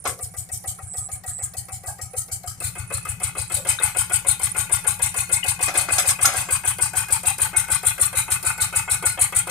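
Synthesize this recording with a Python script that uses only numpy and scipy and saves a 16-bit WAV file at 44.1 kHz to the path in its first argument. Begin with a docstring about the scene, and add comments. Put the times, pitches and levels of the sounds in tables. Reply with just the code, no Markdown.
"""A two-wheel tractor's single-cylinder diesel idles in a flooded field, first far off, then close.
Every firing knocks the block, then blows down the exhaust: a low chug, a rasp and a bright hiss.
The beat is even; the puffs limp at first, then even out as the clatter swells, and no two firings
have quite the same colour. An iron tool clanks as it is handled and thrown aside, loose metal clinks
and hollow knocks sound farther off. Crickets trill with their wings over a faint wash of open air."""
import sys
import numpy as np
from scipy import signal
from scipy.fft import rfft, irfft
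from scipy.io import wavfile

SR = 44100
rng = np.random.default_rng(int(sys.argv[2]) if len(sys.argv) > 2 else 0)


def waveform_to_disk(signal):
    """Save audio, clipped to [-1, 1], as 16-bit WAV at the path in sys.argv[1]."""
    frames = np.transpose(np.atleast_2d(signal))
    scaled = np.clip(frames, -1, 1) * 32767
    samples = np.round(scaled).astype(np.int16)
    wavfile.write(sys.argv[1], SR, samples)


N = 418950
T = np.arange(N) / SR
HZ = np.fft.rfftfreq(4096, 1 / SR)

CLOSE_FROM_S = 2.56
# the governor holds a steady idle: first_exhaust_s, period_s
BEAT_FAR, BEAT_CLOSE = (.0685, .14965), (2.6322, .14934)
LIMP_SHARE = 0.2  # dB of strong-weak alternation per dB that the swell lies below zero
SWELL_CHUG_DB = -0.17  # dB of chug per dB of swell: fullest while the engine is still weak
THUD_MAX_DB = -33  # harder knocks add clatter, not weight

# drive of knock, rasp, hiss and sizzle, a row each: level_db, spread_db, limp_db, swell_share
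DRIVE_FAR = [(-43, .8, 0, 0), (-49, 1.2, .8, 0), (-39.5, .8, .8, 0), (-33.2, .7, .6, 0)]
DRIVE_CLOSE = [(-32, 0.34, 0, 0.23), (-33.5, 0.13, 0.011, 0.74), (-31.5, 0.17, 0, 0.56),
               (-23, 0.97, 0, 0.6)]
# level rides on the engine: time_s, gain_db
SWELL = [(2.63, -13), (3.1, -9.5), (3.4, -7), (3.68, 3.5), (4.101, 1), (5.3, 1.8), (5.8, 4.5), (6.5, 2),
         (7.899, 3), (8.7, 2.5), (9.3, 4.5)]  # builds as the engine comes close, then holds
KNOCK_RIDE = [(2.63, -3), (2.93, 0.5), (3.25, -1.5), (3.85, 2.5), (4.2, -0.5), (5.3, -0.5), (6.6, 1.5),
              (7.2, -2.5), (7.9, -0.5), (8.7, -3.5), (9, 3.5), (9.4, 1.5)]
GUARD_RIDE = [(2.63, -37), (2.85, -28), (3.25, -35), (4, -25), (6, -22), (7, -42), (9.3, -43)]
HISS_FAR_RIDE = [(.1, -3), (.6, 2.5), (1.1, -8), (1.6, -1.5), (2.3, 5)]
# early firings that puff harder or softer than the rest: time_s, gain_db
ODD_PUFFS = [(.068, 2), (.218, 0), (.368, 0.5), (.667, 2.5), (.817, -9.5), (1.116, 0), (2.014, -3.5),
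             (2.463, -4), (2.632, 3), (2.782, -6), (2.931, 0), (3.08, -3)]
# envelopes of each layer within one firing: delay_s, rise_s, decay_s, level_db
KNOCK_FAR = [(-.033, 0.01, 0.012, 1.9), (-.022, 0.0064, 0.012, 0.014)]
KNOCK_CLOSE = [(-.0305, 0.0056, 0.0061, 3), (-.019, 0.0046, 0.013, 1)]
THUD = [(-0.021, 0.0071, 0.013, -9.5)]
AFTER_RING = [(-0.029, 0.0097, 0.085, 0)]
GUARD_SHAKE = [(-.029, 0.0059, 0.0055, -9.5), (-.02, .011, 0.17, -18)]
TICK = [(-0.0317, 0.0038, 0.0022, 0)]
RASP = [(-.004, 0.019, 0.041, -2), (0.031, 0.016, 0.023, -3.5)]
HISS_FAR = [(.002, 0.005, 0.04, 4)]
HISS_CLOSE = [(-.009, 0.0056, 0.043, -4), (.004, 0.014, 0.04, 1)]
SIZZLE_FAR = [(-.003, 0.0063, 0.01, -1), (.004, 0.012, 0.022, 2.5)]
SIZZLE_CLOSE = [(-.012, 0.0089, .01, -4), (.002, 0.0062, 0.014, 6), (.033, .005, .011, .5),
                (.059, .0057, 0.021, -11.5)]
# pressure swings in the silencer after one firing: delay_s, pitch_hz, half_length_s, peak_db
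CHUG_SWINGS = [(.0238, 91.4, .0071, -27.1), (.0575, 114.5, .008, -31.4), (.083, 116, .009, -47),
               (.108, 174, .016, -45.5)]
# modes of the engine block: pitch_hz, width_hz, far_db, close_db
BLOCK_MODES = [(363, 40, -13, -6), (526, 75, -0.5, -2), (741.6, 46, 6, 3), (967, 170, -40, -4.5),
               (1225, 110, -3.5, -3), (1450, 54, -13, -9), (1620, 86, -11.5, -1.5), (1950, 60, -7.5, -6.5),
               (2120, 80, -17.5, -2.5), (2576, 115, -17.5, -4.5), (3120, 340, -50, -16.5)]
# modes of the other engine parts: pitch_hz, width_hz, level_db
CRANKCASE_MODES = [(356.4, 52, -0.5), (438, 77, -1), (524, 100, -0.5)]
SHELL_MODES = [(188, 70, -34), (332, 31, -16), (510, 85, -16), (810, 74, 3.5), (883, 65, 4), (1146, 160, 3),
               (1441, 153, 3.5), (1680, 160, -1.5), (2024, 130, 2), (2167, 130, 2), (2500, 90, 4),
               (2710, 120, -8), (3080, 180, -5.5)]  # the silencer's shell, rattled by the exhaust
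GUARD_MODES = [(2532, 84, -6), (2005, 59, -15.5)]  # a loose sheet-metal guard, shaken by each knock
STEEL_MODES = [(8200, 85, -6.5), (8520, 55, -9), (8690, 50, -7), (9020, 70, -7), (9280, 60, -1.5),
               (9510, 70, -7), (10300, 120, -12), (10600, 55, -13), (11000, 60, -15)]  # thin steel rung by the exhaust
RING_FAR_MODES = [(750, 73, 1.5), (1404, 85, -14.5), (2255, 39, -2)]  # what keeps ringing between firings
RING_CLOSE_MODES = [(865, 65, -4), (1470, 80, 1), (2175, 70, -3), (2495, 30, -2)]
# tone curves of the exhaust layers and the injector's tick: frequency_hz, level_db
RASP_FAR_EQ = [(200, -7), (450, -29), (700, -3), (900, -4), (1500, 5), (2400, 1.5), (3200, -20),
               (4500, -10), (7000, -22)]
HISS_FAR_EQ = [(1000, -20), (2700, -25), (3050, -6.5), (3500, -18.5), (4300, -6), (5500, -5.5), (7000, 0.5),
               (10000, 1), (11500, -4.5), (12700, -2), (14500, -18), (15500, -48)]
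HISS_CLOSE_EQ = [(1000, -15.5), (2800, -2), (4000, 2.5), (5600, -2.5), (6600, 4.5), (10000, -11),
                 (11700, 0.5), (12700, 0), (14000, -3.5), (15000, -19), (15600, -10)]
SIZZLE_EQ = [(5500, -30.5), (6900, -5), (7400, 2.5), (8200, 7), (9400, 7), (10200, 1), (11000, -9.5),
             (13000, -12.5)]
TICK_EQ = [(2500, -21), (5000, -7), (7000, -13), (9500, -4), (11000, -10), (12700, -5), (14000, -8),
           (15500, -11)]

# blows on the tool: start_s, rise_s, decay_s, level_db, tilt_db_per_octave, left_db, ring_hz, ring_db
CLANKS = [(0.049, 0.0081, 0.03, -22, -3.5, 5, 1107, -5.5), (5.678, 0.0037, 0.025, -21, -4, 6, 1390, -24),
          (5.741, 0.015, 0.058, -25, -3.5, 6, 770, -20), (5.884, 0.0015, 0.019, -22.5, -7, 7, 1530, -7),
          (5.952, .003, 0.015, -36, 0, 6, 604, 4), (5.978, 0.0056, 0.028, -14, 1, 4.5, 7900, -7.5),
          (6.086, 0.0025, 0.018, -15, 2.5, 4.5, 8060, -27), (6.243, 0.0034, 0.017, -18, -1.5, 4, 1400, 2),
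          (6.249, 0.008, 0.0088, -8.5, 4, 4, 6624, -3), (6.268, 0.0032, 0.087, -23.5, -1.5, 6.5, 6600, -15)]
# modes of the iron tool: pitch_hz, width_hz, level_db
IRON_MODES = [(281, 20, -7), (350, 79, -10), (570, 36, 1), (744, 72, 7.5), (1170, 110, -14),
              (1376, 300, 3.5), (2130, 550, 2.5), (3180, 1100, -6.5), (3970, 230, -7), (5860, 2100, -1.5),
              (6620, 140, -8), (7640, 160, -11), (8000, 540, -2), (8770, 440, 2.5), (9950, 580, 0.5),
              (11900, 2300, -7.5)]
# the iron's roll-off in the top octave: frequency_hz, level_db
IRON_EQ = [(12800, 7), (15000, -19)]
# light clinks of loose metal: start_s, decay_s, level_db, pitch_hz, second_mode_hz, second_mode_db
CLINKS = [(.484, 0.01, -65, 1940, 760, 6), (.639, .018, -47, 1940, 750, 5),
          (.785, 0.013, -40.5, 1256, 2000, -17), (1.105, 0.038, -52, 2200, 1480, -11),
          (1.275, 0.018, -50, 1470, 2200, -15), (1.41, 0.016, -47, 2170, 780, -1),
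          (1.682, 0.021, -45.5, 1210, 2280, -7), (3.785, 0.0051, -24, 1500, 3730, -10),
          (3.803, 0.053, -37, 1170, 2040, 1), (3.822, 0.023, -36, 1502, 2500, -5),
          (5.428, 0.0081, -29, 2930, 2050, -3)]
# dull knocks farther off: start_s, rise_s, decay_s, level_db, pitch_hz, overtone_db
HOLLOW_KNOCKS = [(0.05, 0.0028, 0.069, -35, 493, -18), (1.873, 0.0093, 0.036, -34, 790, -13),
                 (2.906, 0.0037, 0.023, -32, 545, -7), (3.359, 0.0043, 0.025, -37.5, 540, -12),
                 (3.55, 0.025, 0.085, -41, 560, -17)]
# cricket trills: start_s, end_s, level_db, pitch_hz
TRILLS = [(.855, 1.089, -32.5, 7970), (1.28, 1.465, -31, 8000), (3.45, 3.648, -40.5, 7750),
          (3.8, 4.017, -43, 7950), (6.33, 6.52, -42, 7560), (8.45, 8.613, -41, 7600),
          (8.75, 8.912, -44, 7460)]
# bands of a fainter insect: pitch_hz, width_hz, level_db
INSECT_BANDS = [(9390, 115, 17.5), (9820, 62, 19)]
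# tone curves of the open-air wash and its low rumble: frequency_hz, level_db
FIELD_EQ = [(15, -59), (25, -18), (101, 2.5), (264, -19), (749, -23), (952, -25), (2240, -27), (3180, -37),
            (4750, -35.5), (8100, -20.5), (12800, -43), (15000, -53)]
RUMBLE_EQ = [(15, 1), (25, -1), (40, 3), (60, 4), (90, 1), (180, 7), (400, -45.5)]
# scatter off clods and water, relative to the direct sound: frequency_hz, level_db
SCATTER_EQ = [(80, -28), (300, -36), (700, -14), (1500, -4), (3000, 7.5), (7000, 7), (15000, 9)]


def engine_far():
    """From afar the knock is a soft, hollow chuff; the injector ticks; the hiss is thin and ragged."""
    times, knock_db, rasp_db, hiss_db, sizzle_db = firings(BEAT_FAR, CLOSE_FROM_S, DRIVE_FAR)
    block = [(hz, width, far) for hz, width, far, close in BLOCK_MODES]
    knock = pulses(times, knock_db, KNOCK_FAR, alike=.35, grain_db=1, vary_db=.8, apart=.07,
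                   tint_db=2.5, tint_hz=237.6, loose_s=.0013)
    rasp = pulses(times, rasp_db, RASP, alike=.17, grain_db=5.5, vary_db=-2.5, apart=.46,
                  tint_db=5.5, tint_hz=188.4)
    knock = rattled(knock, times, block, detune=.015, vary_db=2)
    rasp = rattled(rasp, times, block, detune=.025, vary_db=4, tilt=spectrum(RASP_FAR_EQ))
    ring = pulses(times, knock_db, AFTER_RING, alike=.16, grain_db=-1, vary_db=1.5, apart=.27)
    ring = colour(ring, resonances(RING_FAR_MODES))
    tick = pulses(times, knock_db, TICK, alike=.35, grain_db=3, vary_db=2.5, loose_s=.0005)
    tick = colour(tick, spectrum(TICK_EQ))
    hiss_db = hiss_db + puff_accents(times) + ride(times, HISS_FAR_RIDE)
    hiss = pulses(times, hiss_db, HISS_FAR, alike=.1, grain_db=3.5, vary_db=.7, apart=.6,
                  tint_db=4, tint_hz=220, flutter_db=3)
    hiss = colour(hiss, spectrum(HISS_FAR_EQ))
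    sizzle = pulses(times, sizzle_db + puff_accents(times), SIZZLE_FAR, alike=.1, grain_db=3,
                    vary_db=1, apart=.9, tint_db=3.5, tint_hz=150, flutter_db=3)
    sizzle = colour(sizzle, spectrum(SIZZLE_EQ))
    lows = pan(amp(-3.4) * chug(times), left_db=6.5)  # long waves pass over the clods unscattered
    mids = place(amp(1) * knock + amp(1.5) * rasp + amp(-8.5) * ring, left_db=5.5)
    highs = place(amp(1.5) * hiss + amp(2) * sizzle + amp(3) * tick, left_db=2)
    return lows + mids + highs


def engine_close():
    """Close by, the block knocks twice, the silencer rattles and thin steel sings with the exhaust."""
    end_s = T[-1] + BEAT_CLOSE[1] / 2
    times, knock_db, rasp_db, hiss_db, sizzle_db = firings(BEAT_CLOSE, end_s, DRIVE_CLOSE, SWELL)
    block = [(hz, width, close) for hz, width, far, close in BLOCK_MODES]
    steel = spectrum(SIZZLE_EQ) + amp(14) * resonances(STEEL_MODES)
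    knock_db = knock_db + ride(times, KNOCK_RIDE)
    knock = pulses(times, knock_db, KNOCK_CLOSE, alike=.35, grain_db=2, vary_db=.5, apart=.1,
                   tint_db=2.5, tint_hz=158.4, loose_s=.001)
    knock = rattled(knock, times, block, detune=.008, vary_db=1)
    thud = pulses(times, np.minimum(knock_db, THUD_MAX_DB), THUD, alike=.66, grain_db=3.5,
                  vary_db=3, apart=.03, loose_s=.0013)
    thud = colour(thud, resonances(CRANKCASE_MODES))
    rasp = pulses(times, rasp_db, RASP, alike=.1, grain_db=4, vary_db=.5, apart=.15,
                  tint_db=2.8, tint_hz=130.4, flutter_db=2.5)
    rasp = gas_bend(rattled(rasp, times, SHELL_MODES, detune=.012, vary_db=1.5))
    ring = pulses(times, rasp_db, AFTER_RING, alike=.12, grain_db=6.5, vary_db=3.5, apart=.13)
    ring = colour(ring, resonances(RING_CLOSE_MODES))
    guard_db = ride(times, GUARD_RIDE)
    guard = pulses(times, guard_db, GUARD_SHAKE, alike=.15, grain_db=6.5, vary_db=1.5, apart=.17)
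    guard = colour(guard, resonances(GUARD_MODES))
    tick_db = np.full(len(times), -29.5)
    tick = pulses(times, tick_db, TICK, alike=.23, grain_db=.5, vary_db=5, loose_s=.0005)
    tick = colour(tick, spectrum(TICK_EQ) + amp(-7) * steel)
    hiss = pulses(times, hiss_db + puff_accents(times), HISS_CLOSE, alike=.06, grain_db=3.5,
                  vary_db=.5, apart=.3, tint_db=4.5, tint_hz=170, flutter_db=1.5)
    hiss = colour(hiss, spectrum(HISS_CLOSE_EQ))
    sizzle = pulses(times, sizzle_db + puff_accents(times), SIZZLE_CLOSE, alike=.1, grain_db=3.5,
                    vary_db=.6, apart=.51, tint_db=1.5, tint_hz=159.3, flutter_db=1.5)
    sizzle = colour(sizzle, steel)
    lows = pan(amp(-.2 + SWELL_CHUG_DB * ride(T, SWELL)) * chug(times), left_db=7)
    mids = place(amp(-1) * knock + thud + amp(1.5) * rasp + amp(-6.5) * ring + guard, left_db=5.5)
    highs = place(hiss + tick, left_db=2) + place(sizzle, left_db=7)
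    return lows + mids + highs


def firings(beat, end_s, layers, swell=((0, 0),), jitter_s=.0003):
    """Times of an even beat, then each layer's level at every firing: swell, limp and chance."""
    first_s, period_s = beat
    times = np.arange(first_s, end_s, period_s)
    chance = rng.standard_normal((len(times), 1 + len(layers))).T
    swell_db = ride(times, swell)
    strong_weak = (-1) ** np.arange(len(times))
    drive_db = swell_db + LIMP_SHARE * strong_weak * np.maximum(-swell_db, 0)
    levels = [db + spread_db * luck + limp_db * strong_weak + share * drive_db
              for (db, spread_db, limp_db, share), luck in zip(layers, chance[1:])]
    return times + jitter_s * chance[0], *levels


def puff_accents(times):
    """How much harder or softer than usual each firing blows down, in dB."""
    return sum(db * (abs(times - at) < BEAT_FAR[1] / 2) for at, db in ODD_PUFFS)


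def pulses(times, levels_db, bursts, alike, grain_db, vary_db, apart=.82,
           tint_db=0, tint_hz=200, loose_s=.0032, flutter_db=0):
    """Noise bursts at every firing; the share `alike` repeats, the rest is fresh turbulence."""
    lead, t = SR // 20, T[:SR // 4] - 1 / 20  # room for bursts before the exhaust opens
    pattern, turbulence = rng.standard_normal(len(t)), grit(grain_db, apart)
    flutter = amp(flutter_db * wobble(step_s=.005))  # gusts within a puff
    out = np.zeros((2, N + SR))
    for start, level_db in zip(times, levels_db):
        chance = rng.standard_normal((len(bursts), 2))
        power = sum((amp(db + vary_db * loud) * burst(t - delay - loose_s * late, rise, decay)) ** 2
                    for (delay, rise, decay, db), (loud, late) in zip(bursts, chance))
        at = round(start * SR) - lead + np.arange(len(t))
        noise = np.sqrt(alike) * pattern + np.sqrt(1 - alike) * turbulence[:, at % N]
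        out[:, at] += amp(level_db) * np.sqrt(power) * tinted(noise, tint_db, tint_hz)
    return out[:, :N] * flutter / np.sqrt(np.mean(flutter ** 2))


def chug(times, vary_db=0):
    """Each blow-down kicks the air in the silencer, which swings back weaker and higher."""
    t, kicks = T[:SR // 5], np.zeros(N)
    swing = sum(amp(db) * np.exp(-((t - delay) / half) ** 2 / 2) * np.sin(2 * np.pi * hz * (t - delay))
                for delay, hz, half, db in CHUG_SWINGS)
    at = np.round(times * SR).astype(int)
    at = at[at < N]
    kicks[at] = amp(vary_db * rng.standard_normal(len(at)))
    return signal.oaconvolve(kicks, swing)[:N]


def rattled(x, times, modes, detune, vary_db, tilt=1):
    """Loose parts seat differently at every firing, so each mode shifts in pitch and strength."""
    out = np.zeros((2, N + SR))
    edges = np.r_[0, np.round((times[1:] - .04) * SR).astype(int), N]  # just ahead of each knock
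    for start, end in zip(edges, edges[1:]):
        luck = rng.standard_normal((len(modes), 2))
        seated = [(hz * (1 + detune * shift), width, db + vary_db * loud)
                  for (hz, width, db), (shift, loud) in zip(modes, luck)]
        ring = colour(x[:, start:end], resonances(seated) * tilt)
        out[:, start:start + ring.shape[1]] += ring
    return out[:, :N]


def gas_bend(x, bend_s=.00012, step_s=.017):
    """Gusts of hot gas pull the resonances up and down within each stroke."""
    return np.array([np.interp(T + bend_s * wobble(step_s), T, side) for side in x])


def tool_clanks(ring_width_hz=74):
    """Scraping blows rattle the iron tool; each brings out one ringing mode of its own."""
    iron = resonances(IRON_MODES) * spectrum(IRON_EQ)
    noise = grit(grain_db=2.5, apart=.08)
    t, out = T[:SR // 2], np.zeros((2, N))
    for start, rise, decay, db, tilt_db, left_db, ring_hz, ring_db in CLANKS:
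        at = round(start * SR) + np.arange(len(t))
        body = iron * amp(tilt_db * np.log2(np.maximum(HZ, 700)))
        ring = resonances([(ring_hz, ring_width_hz, 0)])
        tone = np.hypot(body / np.linalg.norm(body), amp(ring_db) * ring / np.linalg.norm(ring))
        clank = colour(noise[:, at] * burst(t, rise, decay), tone)[:, :len(t)]
        out[:, at] += pan(amp(db) * clank, left_db)
    return place(out, left_db=-2, scatter_t60=.041)


def metal_clinks(rise_s=.0021, width_hz=170):
    """Loose metal parts scrape briefly and ring in two broad modes."""
    t, out = T[:SR // 4], np.zeros((1, N))
    for start, decay, db, hz, second_hz, second_db in CLINKS:
        modes = resonances([(hz, width_hz, 0), (second_hz, width_hz, second_db)])
        ring = colour(rng.standard_normal(len(t)) * burst(t, rise_s, decay), modes)
        out[:, round(start * SR) + np.arange(len(t))] += amp(db) * ring[:, :len(t)]
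    return place(out, left_db=15, scatter_t60=.066)


def hollow_knocks(width_hz=96, overtone_ratio=2.03):
    """Dull knocks from farther off, each ringing at a pitch and one overtone."""
    noise, out = grit(grain_db=-1), np.zeros((2, N))
    for start, rise, decay, db, hz, overtone_db in HOLLOW_KNOCKS:
        modes = resonances([(hz, width_hz, 0), (hz * overtone_ratio, width_hz, overtone_db)])
        out += amp(db) * colour(noise * burst(T - start, rise, decay), modes)
    return place(out, left_db=3)


def crickets(strokes_per_s=151, fall_hz=900, waver_hz=30, swell_s=.064, flutter_db=1.2):
    """Each wing stroke is a short, falling chirp; a trill holds its pitch, swells and stops quickly."""
    out = np.zeros(N)
    for start, end, db, hz in TRILLS:
        on = (T > start) & (T < end)
        t = T[on] - start
        stroke, number = t * strokes_per_s % 1, (t * strokes_per_s).astype(int)
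        sharp, loud = rng.standard_normal((256, 2))[number].T
        pitch_hz = hz + waver_hz * sharp + fall_hz * (.5 - stroke)
        tone = amp(flutter_db * loud) * np.sin(2 * np.pi * np.cumsum(pitch_hz) / SR)
        chirps = 2 * np.sin(np.pi * stroke) ** 2 * tone
        envelope = np.minimum(t / swell_s, 1) * signal.windows.tukey(len(t), .16)
        out[on] += amp(db) * envelope * chirps
    return out * amp([[-4], [1]])


def field_wash():
    """A faint bed of open air, a little louder once the engine is close."""
    wash = colour(grit(grain_db=1, apart=.14), spectrum(FIELD_EQ))
    return place(wash, left_db=3.5) * amp(np.where(T < CLOSE_FROM_S, -51.5, -48))


def faint_insect():
    """A high, grainy buzz that comes and goes off to the right."""
    knots = T[::SR // 12]
    waver = np.clip(np.interp(T, knots, rng.standard_normal(len(knots))) + .95, 0, 1.5)
    buzz = colour(grit(grain_db=11.5), resonances(INSECT_BANDS))
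    return buzz * waver * amp([[-58], [-43.5]])


def air_rumble(far_db=-60, close_db=-52):
    """A low, uneven rumble of air under the chug."""
    low = colour(grit(grain_db=.5, apart=.054), spectrum(RUMBLE_EQ))
    return place(low * amp(np.where(T < CLOSE_FROM_S, far_db, close_db)), left_db=3.5)


def place(x, left_db, scatter_t60=.062, drift_hz=.1688):
    """Direct sound plus ground scatter that differs at each ear and drifts as the listener moves."""
    share, lead = spectrum(SCATTER_EQ), 256
    turn = 2 * np.pi * drift_hz * T
    tails = [[reflections(scatter_t60) for side in range(2)] for path in range(2)]
    first, second = share * rfft(tails, 2 * len(HZ) - 2)
    direct, out = np.ones((1, len(HZ))), 0
    for weight, path in (1, direct), (np.cos(turn), first), (np.sin(turn), second):
        taps = np.roll(irfft(path / np.sqrt(1 + share ** 2 / 2)), lead, axis=1)
        out = out + weight * signal.oaconvolve(x, taps, axes=1)[:, lead:lead + N]
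    return pan(out, left_db)


def reflections(t60):
    """A dying train of random reflections, of unit energy."""
    t = T[:SR // 2]
    taps = rng.standard_normal(len(t)) * np.exp(-np.log(1000) * t / t60)
    return taps / np.linalg.norm(taps)


def grit(grain_db, apart=0):
    """Stereo noise whose strength jumps each millisecond; the share `apart` is each ear's own."""
    knots = T[::44]
    x = np.sqrt(1 - apart) * rng.standard_normal(N) + np.sqrt(apart) * rng.standard_normal((2, N))
    x *= amp(grain_db * np.interp(T, knots, rng.standard_normal(len(knots))))
    return x / x.std()


def tinted(x, tint_db, tint_hz):
    """Favours a random set of bands, each about tint_hz wide, and keeps the power."""
    hz, luck = np.fft.rfftfreq(x.shape[-1], 1 / SR), rng.standard_normal(512)
    gain = amp(tint_db * np.interp(hz / tint_hz, np.arange(len(luck)), luck))
    return irfft(rfft(x) * gain / np.sqrt(np.mean(gain ** 2)), x.shape[-1])


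def colour(x, gain):
    """Rings x through a minimum-phase filter of unit energy, shaped like the given gain."""
    log_gain = np.log(np.maximum(gain / gain.max(), 1e-5))
    mirrored = np.r_[log_gain, log_gain[-2:0:-1]]
    ring = np.fft.ifft(np.exp(np.conj(signal.hilbert(mirrored)))).real
    return signal.oaconvolve(np.atleast_2d(x), ring[None] / np.linalg.norm(ring), axes=1)[:, :N]


def resonances(modes):
    """Gain at every frequency of a set of modes."""
    return np.sqrt(sum(amp(db) ** 2 / (1 + ((HZ - hz) / width) ** 2 * np.sqrt(np.pi)) ** 2
                       for hz, width, db in modes))


def spectrum(points):
    """Gain at every frequency, from points joined on a log axis."""
    hz, db = np.transpose(points)
    return amp(np.interp(np.log(HZ + 1), np.log(hz), db))


def burst(t, rise, decay):
    """An envelope that swells to 1 and dies away."""
    attack = np.sin(np.pi / 2 * np.clip(t / rise, 0, 1)) ** 2
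    return attack * np.exp(-np.maximum(t - rise, 0) / decay)


def wobble(step_s):
    """A random curve that glides to a new value every step."""
    return np.interp(T / step_s, np.arange(N // 50), rng.uniform(-.81, 1, N // 50) * np.sqrt(3))


def ride(times, points):
    """A fader's level in dB at the given times."""
    return np.interp(times, *np.transpose(points))


def pan(x, left_db):
    """Leans a sound to the left by left_db."""
    return x * amp([[left_db / 2], [-left_db / 2]])


def amp(db):
    """Decibels to gain."""
    return 10 ** (np.asarray(db) / 20)


def scene():
    """The engine far then close, the handled tool and small knocks, insects and open air."""
    engine = engine_far() + engine_close()
    knocks = tool_clanks() + metal_clinks() + hollow_knocks()
    return engine + knocks + crickets() + field_wash() + faint_insect() + air_rumble()


def record(dry, ceiling=.9, cutoff_hz=15600):
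    """Rounds off the loudest peaks, then trims the very top with a steep low-pass."""
    rounded = dry / (1 + (dry / ceiling) ** 6) ** (1 / 6)
    lowpass = signal.firwin(511, cutoff_hz, window=("kaiser", 9), fs=SR)
    return signal.oaconvolve(rounded, lowpass[None], "same")


dry = scene()
out = record(dry)
waveform_to_disk(out)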